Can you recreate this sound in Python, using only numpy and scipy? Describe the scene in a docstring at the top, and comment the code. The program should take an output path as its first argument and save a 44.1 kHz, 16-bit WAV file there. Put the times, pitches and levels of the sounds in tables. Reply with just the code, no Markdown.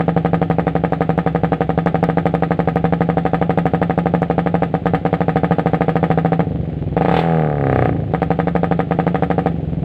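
"""A loud, loping motorcycle idle in a yard: one cylinder banging through an open exhaust.
It fires only every other cycle. Each bang rings the pipe and returns from its far end as a sharp
crack; unfired cycles give soft puffs, with a mechanical rustle underneath. The engine coasts, is
blipped once, burbles down on the overrun as the pipe cools, lopes again and coasts once more."""
import sys
import numpy as np
from scipy import signal
from scipy.fft import rfft, irfft, next_fast_len
from scipy.io import wavfile
from scipy.ndimage import uniform_filter1d, minimum_filter1d

SR = 44100
rng = np.random.default_rng(int(sys.argv[2]) if len(sys.argv) > 2 else 0)


def write(x):
    x = np.atleast_2d(x).T
    wavfile.write(sys.argv[1], SR, np.round(np.clip(x, -1, 1) * 32767).astype(np.int16))


N = 433944

# Engine speed. Each row: time in seconds, four-stroke cycles per second.
ENGINE_SPEED = [(0.0, 23.91), (0.65, 23.74), (1.59, 23.17), (1.81, 23.91), (2.65, 23.85), (3.5, 24.92),
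                (4.45, 24.75), (5.39, 26.42), (6.36, 27.66), (6.93, 18.77), (7.05, 26.88), (7.17, 41.25),
                (7.27, 41.9), (7.84, 30.35), (7.85, 28.5), (8.3, 23.2), (8.48, 25.16), (9.13, 25.57),
                (9.43, 25.4), (9.84, 19.13)]
# How far the throttle is open. Each row: time in seconds, added harshness in dB.
THROTTLE_OPENING = [(6.95, 0.5), (7.05, 5), (7.13, 11), (7.17, 20), (7.23, 10), (7.5, 3), (7.85, 5),
                    (8, 1.5)]
# Standing waves of the pipe. Each row: pitch in Hz, relative level in dB, t60 in seconds.
PIPE_MODES = [(73.3, -36, 0.16), (167.83, -12, 0.21), (242, -20.5, 0.12), (280.5, -24, 0.19),
              (345.2, -30, 0.22), (447.2, -18.5, 0.12), (478.5, -18, 0.12), (554.8, -13, 0.057),
              (657, -11, 0.052), (747.4, -30.5, 0.38), (769.2, -13, 0.11), (822.6, -31.5, 0.39)]
# Ringing of the silencer can. Each row: pitch in Hz, relative level in dB, t60 in seconds.
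CAN_MODES = [(1010, -34, 0.045), (1253.4, -21.5, 0.071), (1366, -38, .16), (1490, -44.5, 0.053),
             (1565, -40, .16), (1701, -18, 0.019), (1775, -34, 0.11), (1910, -24.5, 0.033),
             (2014, -47, 0.25), (2076, -18.5, .012), (2227, -39.5, 0.047)]


def amp(db):
    """Decibels to gain."""
    return 10 ** (np.asarray(db) / 20)


def unit_rms(x):
    """Scales to rms 1."""
    return x / np.sqrt(np.mean(x ** 2) + 1e-20)


def curve_at(rows, at):
    """Value of a two-column curve at the given times."""
    return np.interp(at, *np.transpose(rows))


def colour(x, points):
    """Equalises by a curve of (Hz, dB) points."""
    size = next_fast_len(len(x) + 4096)
    hz, db = np.transpose(points)
    gain = amp(np.interp(np.log(np.fft.rfftfreq(size, 1 / SR) + 1), np.log(hz), db))
    return irfft(rfft(x, size) * gain, size)[:len(x)]


def lowpass(x, hz, order):
    """Rolls off the treble."""
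    return signal.sosfilt(signal.butter(order, min(hz, SR / 2 - 1), fs=SR, output="sos"), x)


def add(mix, start_s, sound):
    """Mixes a sound in at start_s."""
    at = round(start_s * SR)
    part, sound = mix[max(at, 0):], sound[max(-at, 0):]
    part[:len(sound)] += sound[:len(part)]


def ring(modes, t):
    """Damped modes set going at t = 0."""
    hz, db, t60 = np.float32(modes).T[:, :, None]
    t = np.float32(np.maximum(t, 0))
    return (amp(db) * np.exp(-float(np.log(1000)) * t / t60) * np.sin(2 * np.pi * hz * t)).sum(0)


def crank():
    """Time, and the cycles that the engine has turned by then."""
    t = np.arange(-SR // 10, N, 20) / SR
    return t, np.cumsum(curve_at(ENGINE_SPEED, t)) * (t[1] - t[0])


def cycle_times(first_s, last_s, every):
    """Moments from first_s to last_s, about `every` engine cycles apart."""
    t, turns = crank()
    first, last = np.interp([first_s, last_s], t, turns)
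    return np.interp(np.linspace(first, last, round((last - first) / every) + 1), turns, t)


def firings():
    """All the bangs. Each row: start in seconds, blow in dB, returning crack in dB."""
    # Runs of loping idle. Each row: first and last bang in seconds, blow in dB, crack in dB.
    lopes = [(-.003, 2.0278, .9, -1.5), (2.0882, 4.6218, .9, -.7), (4.7402, 4.7402, 1.5, -5),
             (4.8566, 4.9356, 1.3, 1.5), (5.0515, 6.3932, 1.4, -.5), (8.1368, 8.7916, 0, -2.5),
             (8.9096, 9.4595, .5, -2)]
    # The throttle blip: one row of the same kind.
    blip = (6.9665, 7.189, 1, -2)
    runs = [(cycle_times(*lope[:2], every=2), lope) for lope in lopes]
    runs.append((cycle_times(*blip[:2], every=1), blip))
    return np.array(sorted((s, *run[2:]) for times, run in runs for s in times))


def puff_times():
    """Every unfired cycle, between the bangs and after the last one."""
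    t, turns = crank()
    fired = np.interp(firings()[:, 0], t, turns)
    between = [np.linspace(a, b, max(round(b - a), 1) + 1)[1:-1] for a, b in zip(fired, fired[1:])]
    coasting = np.arange(fired[-1] + 1, turns[-1])
    return np.interp(np.concatenate(between + [coasting]), turns, t)


def yard(x, wet_db=-8, t60=.15, echoes_per_s=2500):
    """Scattered reflections from the ground, the bike and nearby walls."""
    # Tone of the reflections. Each row: frequency in Hz, gain in dB.
    echo_eq = [(100, -21), (600, -4.5), (1200, -12.5), (2200, -13.5), (3500, 3), (6000, -23)]
    t = np.arange(SR // 4) / SR
    echoes = rng.standard_normal(len(t)) * (rng.random(len(t)) < echoes_per_s / SR)
    echoes *= (t > .002) * amp(-60 * t / t60)
    wet = signal.fftconvolve(x, echoes / np.linalg.norm(echoes))[:N]
    return amp(wet_db) * colour(wet, echo_eq)


def clatter(level_db=-44, valve_delay_s=.022, fade_s=.0067):
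    """Mechanical rustle of the engine, swelling a little as a valve shuts in every cycle."""
    # Tone of the rustle. Each row: frequency in Hz, gain in dB.
    rustle_eq = [(30, -12), (100, 4), (700, 3.5), (1000, -8.5), (2000, -7), (3400, -10.5), (5000, -24.5),
                 (5700, -35.5), (6400, -28), (7200, -29.5), (10000, -37), (15000, -37)]
    t, swell = np.arange(SR // 20) / SR, np.ones(N)
    times = np.r_[firings()[:, 0], puff_times()]
    for s, size in zip(times, rng.random(len(times))):
        add(swell, s + valve_delay_s, size * np.exp(-t / fade_s))
    return amp(level_db) * unit_rms(swell * colour(rng.standard_normal(N), rustle_eq))


def ticks(level_db=16, fade_s=.0007):
    """Thin, bright ticks of noise riding on some of the cracks."""
    # Each row: start in seconds, relative level in dB.
    hits = [(0.5003, -46), (0.9218, -46), (1.1777, -45), (1.8607, -44), (2.0403, -35), (2.2662, -42),
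            (2.3496, -46), (2.7574, -45), (3.5848, -43), (3.6656, -43), (3.9873, -44), (4.1495, -49),
            (4.2208, -44), (4.8663, -44), (5.9658, -45), (8.2297, -47)]
    t, out = np.arange(SR // 200) / SR, np.zeros(N)
    for s, db in hits:
        add(out, s, amp(db + level_db) * rng.standard_normal(len(t)) * np.exp(-t / fade_s))
    return lowpass(out, 9000, order=1)


def blowdown(t, dull_db, tuning, uneven_db, flow, push_s=.000887):
    """A short push of gas leaves the pipe, whose standing waves then swing the other way."""
    hz, db, t60 = np.transpose(PIPE_MODES)
    db = db - dull_db * np.log2(hz / hz[1]) + uneven_db  # dull_db is a loss per octave
    t60 = t60 / (1 + abs(flow) * (hz / hz[-1]))  # streaming gas damps the upper waves
    waves = ring(np.transpose([hz * tuning, db, t60]), t - push_s)
    push = .49 * amp(-2 * max(dull_db, 0)) * np.sin(np.pi * np.minimum(t / push_s, 1))
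    build_up = 1 - np.exp(-np.maximum(t - push_s, 0) / .00036)
    return push - waves * build_up


def pipe_crack(t, trip_s=.01119, width_s=.00021):
    """A wave runs the pipe, steepens to a spike and rings the can after trip_s."""
    late = t - trip_s
    spike = .56 / (1 + (late / width_s) ** 2) ** 2
    return spike + ring(CAN_MODES, late)


def gust(t, crack_db, trip_s=.011, fade_s=.031, flare_s=.012, flare_db=9):
    """Envelope of the turbulent jet: it starts with the blow and flares with the returning wave."""
    flare = amp(flare_db + crack_db) * (t > trip_s) * np.exp(-abs(t - trip_s) / flare_s)
    return (np.exp(-t / fade_s) + flare) * (1 - np.exp(-t / .0004))


def puffs(t, idle_hz=25, cool_s=.55, cold_sag=.115, flow=2.2, rasp_db=-7, burble_db=-29):
    """Unfired cycles, duller when the engine is slow and the pipe cold: pipe sound and jet envelope."""
    # Strength of the puffs. 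Each row: time in seconds, blow in dB.
    puff_levels = [(0, -8), (6.38, -7.5), (6.46, -.5), (6.7, -4.5), (6.9, -1.5), (7.22, -6.5), (7.55, -3.5),
                   (7.9, 1.5), (8.12, -6.5), (9.45, -4), (9.84, -1.5)]
    # Unburnt fuel catching in the pipe, faint but for the overrun. Each row: time in seconds, gain in dB.
    late_burns = [(7.17, -29), (7.22, -11), (7.3, -6.5), (7.42, -7), (7.54, -11), (7.68, -1.5), (7.85, 1),
                  (7.92, -16), (8.1, -29)]
    # Tone of the churning gas. Each row: frequency in Hz, gain in dB.
    burble_eq = [(40, -17), (65, 10), (110, 0.5), (220, 2.5), (400, -4), (800, -9), (950, -31), (3000, -49)]
    pipe, jet, churn = np.zeros((3, N))
    fired, hz = firings()[:, 0], np.array(PIPE_MODES)[:, 0]
    crack = amp(-2.5) * pipe_crack(t, trip_s=.0004)
    swirl = gust(t, crack_db=-3)
    for s in puff_times():
        uneven_db = rng.standard_normal(len(hz))
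        stray, detune = rng.standard_normal(2)
        blow_db, burn_db = curve_at(puff_levels, s), curve_at(late_burns, s)
        speed = curve_at(ENGINE_SPEED, s)
        cold = min((s - fired[fired < s][-1]) / cool_s, 1)  # the gas cools after the last bang
        dull_db = 4.5 - 8.5 * np.log2(speed / idle_hz) + 2 * cold
        slack = np.clip(dull_db / 6, 0, 1)  # dull puffs are rounder, less even and churn more
        sag = cold_sag * cold * np.minimum(hz[1] / hz, 1)  # the deep waves drop most in pitch
        tuning = 1 - sag + .025 * slack * detune
        puff = blowdown(t, dull_db, tuning, slack * uneven_db, flow)
        add(pipe, s, amp(blow_db) * lowpass(puff, 2000 / (1 + 3.8 * slack), order=2))
        # half a cycle on, a late burn cracks and rings the pipe again
        rebound = amp(-3) * blowdown(t, -1.2, tuning, slack * uneven_db, flow)
        add(pipe, s + .5 / speed + .0002 * stray, amp(burn_db) * (rebound + crack))
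        add(jet, s, amp(rasp_db + burn_db + curve_at(THROTTLE_OPENING, s)) * swirl)
        add(churn, s, slack * amp(blow_db) * swirl)
    burble = amp(burble_db) * churn * unit_rms(colour(rng.standard_normal(N), burble_eq))
    return pipe + burble, jet


def bangs(t, blow_spread_db=.7, crack_spread_db=1.8, slap_db=-20, roar_db=-28, roar_s=.007):
    """Hard firings, thinner, brighter and drier on an open throttle: pipe sound and jet envelope."""
    pipe, jet = np.zeros((2, N))
    # the returning wave also rings the upper pipe modes a second time
    second_ring = blowdown(np.maximum(t - .0105, 0), dull_db=-2, tuning=1, uneven_db=0, flow=1)
    crack = pipe_crack(t) + amp(-13) * second_ring
    can_slap = ring(CAN_MODES, t - .001)  # the first push already slaps the can
    for s, blow_db, crack_db in firings():
        detune, hard, sharp = rng.standard_normal(3)  # no two firings burn alike
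        uneven_db = rng.standard_normal(len(PIPE_MODES))
        open_db = curve_at(THROTTLE_OPENING, s)
        blow_db += blow_spread_db * hard - .15 * open_db
        crack_db += crack_spread_db * sharp - .4 * open_db
        blow = blowdown(t, dull_db=1 - .3 * open_db, tuning=1 + .014 * detune,
                        uneven_db=uneven_db, flow=.25 + .2 * open_db)
        blow += amp(slap_db + open_db) * can_slap
        gas_roar = amp(roar_db + open_db) * np.exp(-t / roar_s) * rng.standard_normal(len(t))
        add(pipe, s, amp(blow_db) * blow + amp(crack_db) * crack + gas_roar)
        add(jet, s, amp(blow_db + .75 * open_db) * gust(t, crack_db - open_db))
    return pipe, jet


def exhaust(rasp_db=-40, muffle_hz=3600):
    """Bangs and puffs through the pipe, with the rasp of the turbulent jet."""
    # Tone of the rasp. Each row: frequency in Hz, gain in dB.
    rasp_eq = [(100, -26), (400, -6), (800, -2.5), (1200, -2), (1900, -1.5), (2600, -6.5), (3500, -12),
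               (4500, -21.5), (5600, -34), (6800, -31.5), (8000, -26), (9500, -35), (15000, -32.5)]
    t = np.arange(SR // 7) / SR
    pipe, jet = np.add(bangs(t), puffs(t))
    rasp = amp(rasp_db) * jet * unit_rms(colour(rng.standard_normal(N), rasp_eq))
    return lowpass(pipe, muffle_hz, order=6) + rasp


def scene():
    """The motorcycle a few steps away, outdoors."""
    pipe = exhaust()
    return (pipe + yard(pipe) + clatter() + ticks())[None]


def record(dry, ceiling=.97, top_hz=15600):
    """A small microphone that cuts the deep bass, a quick peak limiter, then a steep treble cut."""
    # Tone of the microphone. Each row: frequency in Hz, gain in dB.
    microphone_eq = [(20, -26), (40, -22), (51, -16), (62, 2.5), (95, 8.5), (150, 1.5), (350, 3.5),
                     (800, 0), (2500, 0.5), (15000, -9.5)]
    x = colour(dry[0], microphone_eq)
    gain = minimum_filter1d(np.minimum(1, ceiling / (abs(x) + 1e-9)), 161)
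    limited = x * uniform_filter1d(uniform_filter1d(gain, 81), 81)
    treble_cut = signal.firwin(511, top_hz, window=("kaiser", 9), fs=SR)
    return signal.oaconvolve(limited, treble_cut, "same")[None]


dry = scene()
out = record(dry)
write(out)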